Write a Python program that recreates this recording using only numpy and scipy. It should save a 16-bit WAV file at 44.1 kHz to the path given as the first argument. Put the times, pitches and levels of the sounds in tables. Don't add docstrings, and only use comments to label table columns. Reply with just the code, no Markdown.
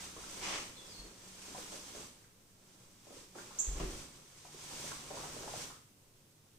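import sys
import numpy as np
from scipy import signal
from scipy.fft import rfft, irfft, next_fast_len
from scipy.io import wavfile
from scipy.ndimage import uniform_filter1d

SR = 44100
rng = np.random.default_rng(int(sys.argv[2]) if len(sys.argv) > 2 else 0)


def pcm_store(signal):
    levels = np.round(np.clip(np.atleast_2d(signal), -1, 1) * 32767)
    wavfile.write(sys.argv[1], SR, levels.astype(np.int16).T)


N = 290310
TIME = np.arange(N) / SR

# (frequency [Hz], level [dB])
AIR_EQ = [(20, 5), (32, -30), (48, -5), (65, -27), (95, 7), (140, 0.5), (260, -5), (450, -8.5),
          (800, -17.5), (1800, -18), (6000, -20.5), (15000, -13.5)]
# (start [s], end [s], pitch [Hz], level [dB])
HUM_TONES = [(0, 3.6, 186.8, -65.5), (3.7, 6.58, 148.5, -63.5)]
# (time of top speed [s], rise [s], fall [s], rub level [dB], flutter level [dB])
BODY_MOVES = [(0.01, 0.075, 0.063, -47, -51.5), (0.36, 0.4, 0.19, -51, -55.5), (0.55, 0.25, 0.13, -49, -50),
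              (0.93, 0.34, 0.29, -56, -57), (1.27, 0.078, 0.067, -57, -62.5),
              (1.62, 0.33, 0.35, -51, -55.5), (2.0, 0.13, 0.054, -50, -53.5), (2.17, 0.089, 0.1, -66, -66),
              (2.8, 0.38, 0.42, -66.5, -68), (3.17, 0.13, 0.066, -56.5, -59),
              (3.385, 0.042, 0.073, -52.5, -57.5), (3.8, 0.38, 0.18, -51.5, -53.5),
              (3.96, 0.14, 0.095, -51.5, -53), (4.15, 0.083, 0.099, -60.5, -60),
              (4.55, 0.32, 0.28, -58, -63), (4.83, 0.21, 0.15, -45.5, -52), (5.2, 0.25, 0.24, -49.5, -51.5),
              (5.48, 0.2, 0.2, -51, -49.5), (5.595, 0.096, 0.062, -47.5, -55)]
# (frequency [Hz], level [dB])
WEAVE_EQ = [(150, -2.5), (400, -19.5), (1000, 3.5), (1800, -0.5), (3000, 0.5), (4200, 0.5), (6000, 7),
            (8000, 2), (10000, -6), (15000, -9.5)]
# (frequency [Hz], level [dB])
FOLD_EQ = [(80, 0.5), (200, 0), (340, 7), (560, 3.5), (800, -2.5), (1150, 3.5), (1700, -10.5), (4000, -26)]
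# (time [s], level [dB], centre [Hz])
FOLD_SNAPS = [(0.163, -48, 1060), (0.236, -52, 1420), (1.481, -52.5, 354), (1.547, -45, 1010),
              (1.581, -47.5, 427), (1.722, -45.5, 526), (1.948, -47, 526), (2.24, -65, 1936),
              (3.069, -55.5, 397), (3.106, -50.5, 378), (3.167, -56, 430), (3.35, -51, 925),
              (3.354, -47, 330), (3.385, -46, 1160), (3.507, -51.5, 1190), (4.449, -53, 880),
              (4.543, -55, 384), (4.71, -48, 710), (4.843, -49.5, 626), (4.917, -42.5, 1130),
              (5.105, -43, 620), (5.143, -44, 490), (5.169, -42.5, 990), (5.235, -43, 1060),
              (5.365, -48, 483), (5.432, -46.5, 820), (5.477, -44, 850), (5.538, -43, 644),
              (5.7, -48, 1270)]
# (time [s], boom level [dB], slap and knock level [dB])
FOOTFALLS = [(0.165, -56, -54.5), (0.349, -64, -63), (0.42, -64, -54.5), (0.99, -48, -68),
             (1.042, -66, -58), (3.674, -30.5, -56.5), (3.756, -35, -48.5), (3.799, -59, -40),
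             (3.827, -36, -45.5), (3.935, -49, -58.5)]
# (frequency [Hz], level [dB], t60 [s])
BOOM_MODES = [(28, -8, 0.4), (43.1, 3, 0.25), (60.4, -17, 0.5), (149, -23.5, 0.59)]
# (frequency [Hz], level [dB], t60 [s])
KNOCK_MODES = [(235, -16, 0.33), (323, -8, 0.39), (370, -18, 0.38)]
# (frequency [Hz], level [dB])
SLAP_EQ = [(50, -4), (140, -9.5), (230, -5), (320, 4.5), (480, -2.5), (800, -10), (1600, -14.5),
           (5000, -22), (12000, -40)]
# (time [s], length [s], level [dB])
SOLE_SLIDES = [(0.432, 0.13, -40), (3.795, 0.006, -48.5)]
# (frequency [Hz], level [dB])
SLIDE_EQ = [(80, -18.5), (350, -11.5), (800, -4), (1150, 2), (1550, -7), (2000, -2), (3000, -3.5),
            (3900, -10), (6000, -2.5), (9000, -16.5), (15000, -60)]
# (time [s], length [s], start pitch [Hz], end pitch [Hz], level [dB])
SKIN_SQUEAKS = [(0.751, 0.043, 4250, 3620, -56), (0.764, 0.046, 3520, 3355, -50.5),
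                (0.87, 0.1, 5230, 4080, -53), (0.953, 0.057, 4450, 4310, -49),
                (3.586, 0.0074, 5600, 7940, -22), (3.593, 0.015, 7950, 6160, -24.5)]
# (frequency [Hz], t60 [s])
REVERB_TIMES = [(100, 1), (500, 0.28), (2000, 0.54), (7000, 0.46), (15000, 0.64)]
# (frequency [Hz], gain [dB])
LEFT_PORT_EQ = [(600, 3), (1150, 0.5), (2300, 0.5), (4200, 1), (6000, 0), (7000, -4), (8000, -5),
                (10000, -4), (15000, -5.5)]
# (frequency [Hz], gain [dB])
RIGHT_PORT_EQ = [(600, 2.5), (1150, -2), (2300, 1), (4200, 1.5), (5500, -4.5), (7000, 0.5), (8000, 6),
                 (10000, 3), (15000, -4.5)]


def undb(db):
    return 10 ** (np.asarray(db) / 20)


def unit(x):
    return x / np.sqrt(np.mean(x ** 2))


def over_hz(points, hz):
    point_hz, value = np.transpose(points)
    return np.interp(np.log(hz + 1), np.log(point_hz), value)


def equalise(x, curve):
    size = next_fast_len(x.shape[-1] + 2048, True)
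    gain = undb(over_hz(curve, np.fft.rfftfreq(size, 1 / SR)))
    return irfft(rfft(x, size) * gain, size)[..., :x.shape[-1]]


def resonate(x, hz, q):
    return signal.lfilter(*signal.iirpeak(min(hz, SR / 4), max(q, .5), fs=SR), x)


def add(track, s, sound):
    i = max(int(s * SR), 0)
    track[i:i + len(sound)] += sound[:max(N - i, 0)]


def drift(per_s):
    return np.interp(TIME * per_s, np.arange(4096), rng.standard_normal(4096))


def grains(per_s, spread_db):
    when, strength, polarity = rng.random((int(per_s * N / SR) + 1, 3)).T
    level_db = spread_db * np.minimum(-np.log(1 - strength), np.pi)
    clicks = undb(level_db) * np.sign(polarity - .5)
    return unit(np.bincount((when * N).astype(int), clicks, N))


def diffuse(size, apart_hz=726):
    fast = next_fast_len(size, True)
    mid, side = rfft(rng.standard_normal((2, fast)))
    alike = .95 * np.exp(-(np.fft.rfftfreq(fast, 1 / SR) / apart_hz) ** 2)
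    mid, side = np.sqrt((1 + alike) / 2) * mid, np.sqrt((1 - alike) / 2) * side
    return irfft(np.array([mid + side, mid - side]), fast)[:, :size]


def room_tone(rub, air_db=-66, waver_db=2, follow=0.65):
    air = unit(equalise(diffuse(N), AIR_EQ)) * undb(air_db + .5 * drift(22))
    effort = (rub / rub.max()) ** follow
    hum = 0
    for start, end, hz, hum_db in HUM_TONES:
        swell = uniform_filter1d(effort * ((TIME >= start) & (TIME < end)), SR // 8)
        phase = 2 * np.pi * np.cumsum(hz * (1 + .006 * drift(9))) / SR
        hum = hum + np.sqrt(2) * np.sin(phase) * swell * undb(hum_db + waver_db * drift(11))
    return air + hum


def swish_envelopes(still_rub_db=-72, still_flutter_db=-74):
    rub_power, flutter_power = undb(still_rub_db) ** 2, undb(still_flutter_db) ** 2
    for s, rise_s, fall_s, rub_db, flutter_db in BODY_MOVES:
        speed = np.exp(-((TIME - s) / np.where(TIME < s, rise_s, fall_s)) ** 2)
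        rub_power += (speed * undb(rub_db)) ** 2
        flutter_power += (speed * undb(flutter_db)) ** 2
    return np.sqrt(rub_power), np.sqrt(flutter_power)


def cloth_rub(envelope, trim_db=2, catch_db=3):
    ticks = grains(per_s=1500, spread_db=4) * undb(catch_db * drift(45))
    return unit(equalise(ticks, WEAVE_EQ)) * envelope * undb(trim_db)


def cloth_flutter(envelope, trim_db=-3.5):
    pops = grains(per_s=70, spread_db=2)
    return unit(equalise(pops, FOLD_EQ)) * envelope * undb(trim_db)


def cloth_flaps(snaps, trim_db=-11, decay_s=0.0082, q=1.51, crisp_db=-14):
    out, t = np.zeros(N), TIME[:SR // 8]
    lowpass = signal.butter(4, 1600, fs=SR, output="sos")
    for s, level_db, hz in snaps:
        shake = rng.standard_normal(len(t)) * np.exp(-t / decay_s)
        shake[0] += 8
        body = resonate(resonate(shake, hz, q), hz, q / 2)
        puff = unit(signal.sosfilt(lowpass, body))
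        edge = unit(equalise(shake, WEAVE_EQ)) * undb(crisp_db)
        add(out, s, (puff + edge) * undb(level_db + trim_db))
    return out


def wood_ring(modes):
    t = TIME[:SR]
    return sum(undb(db - 60 * t / t60) * np.sin(2 * np.pi * hz * t) for hz, db, t60 in modes)


def footfalls(push_s=0.019, slap_decay_s=0.018, slap_trim_db=-6.5, knock_trim_db=-3):
    floor, slaps, t = np.zeros(N), np.zeros(N), TIME[:SR // 8]
    boom = wood_ring(BOOM_MODES) * np.minimum(TIME[:SR] / push_s, 1)
    knock = wood_ring(KNOCK_MODES)
    for s, boom_db, sole_db in FOOTFALLS:
        add(floor, s, boom * undb(boom_db) + knock * undb(sole_db + knock_trim_db))
        contact = rng.standard_normal(len(t)) * np.exp(-t / slap_decay_s)
        add(slaps, s, unit(equalise(contact, SLAP_EQ)) * undb(sole_db + slap_trim_db))
    return floor, slaps


def sole_slide(trim_db=1, attack_s=0.015, release_s=0.019):
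    envelope = np.zeros(N)
    for s, length_s, level_db in SOLE_SLIDES:
        before_s, after_s = np.maximum(s - TIME, 0), np.maximum(TIME - s - length_s, 0)
        envelope += undb(level_db) * np.exp(-before_s / attack_s - after_s / release_s)
    slips = grains(per_s=900, spread_db=3)
    return unit(equalise(slips, SLIDE_EQ)) * envelope * undb(trim_db)


def sole_squeaks(overtone_db=-25):
    out, wobble = np.zeros(N), .22 * drift(700)
    for s, length_s, start_hz, end_hz, level_db in SKIN_SQUEAKS:
        size = int(length_s * SR)
        glide = np.linspace(0, 1, size) + wobble[int(s * SR):][:size]
        hz = start_hz + (end_hz - start_hz) * glide
        phase = 2 * np.pi * np.cumsum(hz) / SR
        tone = np.sin(phase) + undb(overtone_db) * np.sin(2 * phase)
        add(out, s, tone * signal.windows.tukey(size, .5) * undb(level_db))
    return out


def room_reverb(x, direct_db=-12, early_db=7, early_s=0.0054):
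    hz, t, noise = signal.stft(diffuse(SR // 2), SR, nperseg=256)
    fade_db = early_db * np.exp(-t / early_s) - 60 * t / over_hz(REVERB_TIMES, hz)[:, None]
    tail = signal.istft(noise * undb(fade_db), SR)[1]
    response = tail / np.sqrt(np.sum(tail ** 2, axis=1, keepdims=True))
    response[:, 0] += undb(direct_db)
    return signal.fftconvolve(x[None], response, axes=1)[:, :N]


def scene(spots=6):
    floor, slaps = footfalls()
    rub, flutter = swish_envelopes()
    mix = floor + room_reverb(slaps + sole_squeaks()) + room_tone(rub)
    for spot in range(spots):
        friction = (cloth_rub(rub) + cloth_flutter(flutter) + sole_slide()) / np.sqrt(spots)
        mix += room_reverb(friction + cloth_flaps(FOLD_SNAPS[spot::spots]))
    return mix


def record(dry, cutoff_hz=15500):
    ports = np.array([equalise(dry[0], LEFT_PORT_EQ), equalise(dry[1], RIGHT_PORT_EQ)])
    lowpass = signal.ellip(10, .2, 70, cutoff_hz, fs=SR, output="sos")
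    return signal.sosfilt(lowpass, ports)


dry = scene()
out = record(dry)
pcm_store(out)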